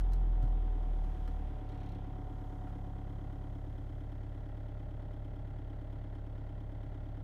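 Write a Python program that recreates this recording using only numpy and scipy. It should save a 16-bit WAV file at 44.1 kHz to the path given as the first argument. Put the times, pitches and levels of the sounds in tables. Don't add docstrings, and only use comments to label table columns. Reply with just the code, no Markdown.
import sys
import numpy as np
from scipy import signal
from scipy.fft import rfft, irfft
from scipy.io import wavfile

SR = 44100
rng = np.random.default_rng(int(sys.argv[2]) if len(sys.argv) > 2 else 0)


def generate_wav(sig):
    pcm = np.round(np.clip(np.atleast_2d(sig).T, -1, 1) * 32767).astype(np.int16)
    wavfile.write(sys.argv[1], SR, pcm)


N = 318843
TIME = np.arange(N) / SR
FREQ = np.arange(N + 1) * SR / (2 * N)

# dashboard push/dB, knock/dB, cold tick/dB, warm tick/dB, tick lead/s
CYLINDERS = [(-6, 0, -2, .5, .0065), (-12, -1, -3, -2, .0062), (-4.5, 1.5, 5.5, -2, .007),
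             (0, 0, -1, 6.5, .0078)]


def undb(db):
    return 10 ** (np.asarray(db) / 20)


def unit(x):
    return x / np.sqrt(np.mean(x ** 2))


def bump(centre_s, half_s):
    return np.exp(-((TIME - centre_s) / half_s) ** 2)


def ramp(start_s, length_s):
    return np.clip((TIME - start_s) / length_s, 0, 1)


def burst(start_s, decay_s):
    age = np.maximum(TIME - start_s, 0)
    return (1 - np.exp(-age / .00042)) * np.exp(-age / decay_s)


def level(revs, seat, base_db, fast_db, seat_db):
    return undb(base_db + fast_db * revs + seat_db * seat)


def colour(points):
    hz, db = np.transpose(points)
    outline_db = np.interp(np.log(FREQ + 1), np.log(hz), db)
    cepstrum = irfft(np.log(undb(outline_db)))
    cepstrum[1:N] *= 2
    cepstrum[N + 1:] = 0
    return np.exp(rfft(cepstrum))


def mode(hz, width_hz):
    return 1j * FREQ * width_hz / (hz ** 2 - FREQ ** 2 + 1j * FREQ * width_hz)


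def ringing(modes):
    return sum(undb(db) * np.abs(mode(hz, width_hz)) ** 2 for hz, width_hz, db in modes)


def through(x, response):
    return unit(irfft(rfft(x, 2 * N) * response)[:N])


def noise(points):
    return through(rng.standard_normal(N), colour(points))


def blows(times, db):
    at = np.round(times * SR).astype(int)
    inside = (at >= 0) & (at < N)
    return np.bincount(at[inside], undb(db)[inside], N)


def gate(times, db, rise_s, decay_s, bed):
    swell = (1 - np.exp(-TIME / rise_s)) * np.exp(-TIME / decay_s)
    return unit(through(blows(times, db), rfft(swell, 2 * N)) + bed)


def scatter(decay_s, size=8192):
    echoes = rfft(rng.standard_normal(size) * np.exp(-TIME[:size] / decay_s))
    return irfft(echoes / np.abs(echoes) ** .8) * (1 - np.arange(size) / size)


def shake(fired, cylinder, db, decay_s, own_db, jitter_s, uneven_db):
    chance = rng.standard_normal((len(fired), 2))
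    times, db = fired + jitter_s * chance[:, 0], db + uneven_db * chance[:, 1]
    own = np.array([scatter(decay_s) for _ in CYLINDERS])
    paths = scatter(decay_s) + undb(own_db) * (own - own.mean(axis=0))
    trains = [blows(times[cylinder == k], db[cylinder == k]) for k in range(len(CYLINDERS))]
    return unit(sum(signal.oaconvolve(train, path)[:N] for train, path in zip(trains, paths)))


def hiss():
    swells = [(.05, .25, 2.5), (1.18, 0.41, 8), (2.45, 0.35, 5), (3.5, 1, 4.5)]  # t/s, half width/s, rise/dB
    spectrum = [(100, -4.5), (2000, 5.5), (5000, 5), (7000, 5), (7800, -0.5), (9200, 3), (10400, -5),
                (11500, 0.5), (15000, -4.5)]
    rise_db = sum(db * bump(t, half_s) for t, half_s, db in swells)
    return undb(-86.5 + rise_db) * noise(spectrum)


def fittings(fired):
    events = [(.006, -58, 0.0064, 5.5), (.12, -64, .0059, -7), (.133, -53, 0.0055, -9),
              (.157, -67, 0.0039, -10), (.4255, -66.5, 0.014, 8), (.453, -70, 0.0046, -17),
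              (.475, -73, .018, -11), (1.044, -68, .004, 13), (1.2763, -64, 0.0091, 12.5),
              (2.67, -77.5, 0.036, 16)]
    # f/Hz, level/dB
    sharp_eq = [(1500, 1.5), (3600, -14), (4080, 8.5), (4400, 0.5), (4650, 1), (5300, -0.5), (7300, -7),
                (8200, -4), (10400, -10), (11500, -4), (15000, -16)]
    dull_eq = [(400, -23), (750, -7), (1400, 12.5), (2200, -5.5), (3200, -4.5), (5000, -46), (9000, -29)]
    trim_eq = [(1500, -10), (2200, 6), (2700, 5), (3000, 0), (3300, 0), (3800, 3), (4400, 3), (4750, -16),
               (5800, -5), (8000, -22), (15000, -35)]
    sharp, dull, trim = noise(sharp_eq), noise(dull_eq), noise(trim_eq)
    clicks = sum(undb(db) * burst(t, decay_s) * (sharp + undb(dull_db) * dull)
                 for t, db, decay_s, dull_db in events)
    from_s, until_s, lag_s = 1.66, 1.945, .0145
    taps = fired[(fired > from_s) & (fired < until_s)] + lag_s
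    gains = undb(-67 + 4 * rng.standard_normal(len(taps)))
    buzz = sum(gain * (trim * burst(t, decay_s=.011) + undb(-4.5) * sharp * burst(t, decay_s=.006))
               for t, gain in zip(taps, gains))
    return clicks + buzz


def thump(at_s=.442, pulse_hz=118, panel_hz=270):
    age = TIME - at_s
    pulse = -undb(-26.5) * np.exp(-np.abs(age) / .0074) * np.cos(2 * np.pi * pulse_hz * age)
    ring = undb(-42.5) * burst(at_s - .01, decay_s=.025) * np.sin(2 * np.pi * panel_hz * age)
    return pulse + ring


def injection(fired, cylinder, revs, seat):
    modes = [(3085, 45, 10), (3168, 93, 8), (3360, 70, 8), (3600, 40, 1), (3880, 120, -16.5),
             (5230, 160, -9.5), (5350, 210, -12), (6350, 140, -18.5), (9300, 1300, -20)]
    tick_eq = [(1500, -13), (2700, -28.5), (3300, -8.5), (4300, -35), (6800, -24.5), (7600, -24.5),
               (10500, -30.5), (12000, -22.5), (15000, -36)]
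    cold_db, warm_db, lead_s = np.array(CYLINDERS)[cylinder, 2:].T
    warmth = np.interp(fired, TIME, ramp(start_s=1.2, length_s=2.6))
    tick_db = cold_db + (warm_db - cold_db) * warmth
    needles = shake(fired - lead_s, cylinder, tick_db,
                    decay_s=.004, own_db=-5, jitter_s=.00025, uneven_db=1)
    ticks = through(needles, np.abs(colour(tick_eq)) + ringing(modes))
    whistle = through(rng.standard_normal(N), mode(hz=4500, width_hz=64) ** 2)
    return (ticks * level(revs, seat, base_db=-78.5, fast_db=-1, seat_db=-2.9)
            + whistle * level(revs, seat, base_db=-105, fast_db=-2.5, seat_db=8.5))


def knock(fired, cylinder, revs, seat):
    modes = [(1240, 33, -14), (1250, 50, 1.5), (1386, 56, 1), (1923, 57, -3), (2040, 79, -5)]
    # f/Hz, level/dB
    knock_eq = [(150, -13), (300, 6), (600, 6.5), (950, 1.5), (1170, -13), (1400, -4), (1700, -5.5),
                (2050, -9.5), (2400, -15.5), (2900, -15.5), (3800, -18.5), (5000, -29.5), (8000, -38.5)]
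    harsh_eq = [(1200, 3), (1800, 6), (2700, 0.5), (3400, 3.5), (4200, -9.5), (5600, -13), (7700, -23),
                (9000, -16.5), (10500, -44), (15000, -60)]
    knock_db = np.array(CYLINDERS)[cylinder, 1]
    burn_db, harsh_db = knock_db + ([.27, 1] * rng.standard_normal((len(fired), 2))).T
    burn = noise(knock_eq) * gate(fired - .005, burn_db, rise_s=.0079, decay_s=.006, bed=1)
    metal = shake(fired - .007, cylinder, knock_db,
                  decay_s=.021, own_db=-2.5, jitter_s=.00006, uneven_db=1.33)
    block = through(metal, np.abs(colour(knock_eq)) + ringing(modes))
    harsh = noise(harsh_eq) * gate(fired - .011, harsh_db, rise_s=.0026, decay_s=.034, bed=5.4)
    return (burn * level(revs, seat, base_db=-64, fast_db=-2.3, seat_db=.3)
            + block * level(revs, seat, base_db=-64.5, fast_db=-2.6, seat_db=.7)
            + harsh * undb(-71 - 10 * ramp(start_s=2, length_s=.23)))


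def dashboard(fired, cylinder, revs, seat):
    push_db = np.array(CYLINDERS)[cylinder, 0] + .5 * rng.standard_normal(len(fired))
    panel = mode(hz=281.5, width_hz=21) * mode(hz=295, width_hz=170)
    ring = through(blows(fired - .004, push_db), panel)
    return ring * level(revs, seat, base_db=-54, fast_db=-6, seat_db=-2.64)


def drone(fired, cylinder, revs, seat):
    body_eq = [(110, -33), (150, -2), (200, 8.5), (245, -4), (310, 6.5), (400, 0), (490, -2), (540, -6.5),
               (680, -7.5), (850, -11.5), (950, -11), (1000, -14), (1060, -10.5), (1170, -14.5),
               (1300, -13), (2200, -48)]
    # f/Hz, width/Hz, level/dB
    dial_modes = [(735.7, 53.5, 1.5), (880.5, 27, -9.5), (914, 51, -9.5), (1003, 42, -11), (430, 36, -4),
                  (303, 31, -3), (1300, 440, -21)]
    seat_modes = [(574, 6.5, -3), (614.4, 41, 0), (625, 32, -12.5), (781.7, 13, -10), (806, 22, -3.5),
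                  (333, 18, -0.5), (428, 15, -11), (1080, 34, -12)]
    lope_db = .058 * np.array(CYLINDERS)[cylinder, 0]
    loping = shake(fired, cylinder, lope_db, decay_s=.03, own_db=4.5, jitter_s=.00004, uneven_db=.5)
    even = shake(fired, cylinder, 0, decay_s=.029, own_db=-9, jitter_s=.00004, uneven_db=1)
    rough = 1.2 * np.exp(-TIME / 1.5) * rng.standard_normal(N)
    body = through(loping + rough, colour(body_eq))
    dial_panels = through(even + .5 * rough, ringing(dial_modes))
    seat_panels = through(even, ringing(seat_modes))
    return (body * level(revs, seat, base_db=-58, fast_db=.5, seat_db=-1.5)
            + dial_panels * level(revs, seat, base_db=-58, fast_db=.64, seat_db=-18.5)
            + seat_panels * level(revs, seat, base_db=-67.5, fast_db=-4, seat_db=6.2))


def boom(firings, rate_hz, revs, seat):
    cabin = [(34.76, -43.5, -48, -46.5, -53.5), (35.61, -42.5, -47.5, -47, -64),
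             (36.4, -37, -41.5, -55, -53.5), (37.8, -31.5, -47.5, -55, -61), (39.77, -31, -43.5, -66, -71),
             (39.84, -29, -47.5, -53, -63.5), (42.2, -28.5, -45.5, -53.5, -68)]
    dips = [(.82, 0.058, -2), (1.16, 0.031, -6.5)]
    rocking_orders = [(5, -56.5), (10, -61), (14, -63.5), (15, -62.5), (16, -57)]
    rumble_eq = [(18, 1.5), (35, -15.5), (60, .5), (130, 4), (190, -5), (260, -5),
                 (400, -24.5), (1500, -80)]
    harmonics, seat_change_db = [1, 2, 3, 5], [-1.5, -1.4, .45, -3]
    rates_hz, *columns = np.transpose(sorted(cabin))
    levels_db = [np.interp(rate_hz, rates_hz, db) + change_db * seat
                 for db, change_db in zip(columns, seat_change_db)]
    levels_db[0] += sum(db * bump(t, half_s) for t, half_s, db in dips)
    spread = .14 - .081 * seat
    pumping = sum(undb(db) * np.cos(2 * np.pi * (k * firings + spread * (k - 1) ** 2))
                  for k, db in zip(harmonics, levels_db))
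    cycles = firings / len(CYLINDERS)
    rocking = sum(undb(db) * np.cos(2 * np.pi * (k * cycles + rng.random())) for k, db in rocking_orders)
    rumble = noise(rumble_eq) * level(revs, seat, base_db=-55.5, fast_db=2.6, seat_db=-.92)
    return np.sqrt(2) * (pumping + rocking) + rumble


def scene():
    speed = [(0, 41.99), (.17, 42.25), (.65, 39.38), (1.15, 36.99), (1.35, 36.64), (1.9, 34.56),
             (2.3, 35.31), (2.8, 34.8), (3.9, 35.33), (4.9, 35.56), (5.5, 35.32), (7.23, 35.36)]
    tickover_hz, fast_idle_hz = 35.3, 42.2
    rate_hz = np.interp(TIME, *np.transpose(speed))
    firings = .09 + np.cumsum(rate_hz) / SR
    number = np.arange(1, int(firings[-1]) + 1)
    fired = np.interp(number, firings, TIME)
    cylinder = number % len(CYLINDERS)
    revs = (rate_hz - tickover_hz) / (fast_idle_hz - tickover_hz)
    seat = ramp(start_s=2.84, length_s=1.8)
    engine = boom(firings, rate_hz, revs, seat)
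    engine += sum(part(fired, cylinder, revs, seat) for part in (drone, dashboard, knock, injection))
    return (engine + fittings(fired) + thump() + hiss())[None]


def record(dry):
    cutoff_hz = 15400
    return signal.sosfilt(signal.ellip(8, .2, 70, cutoff_hz, fs=SR, output="sos"), dry)


dry = scene()
out = record(dry)
generate_wav(out)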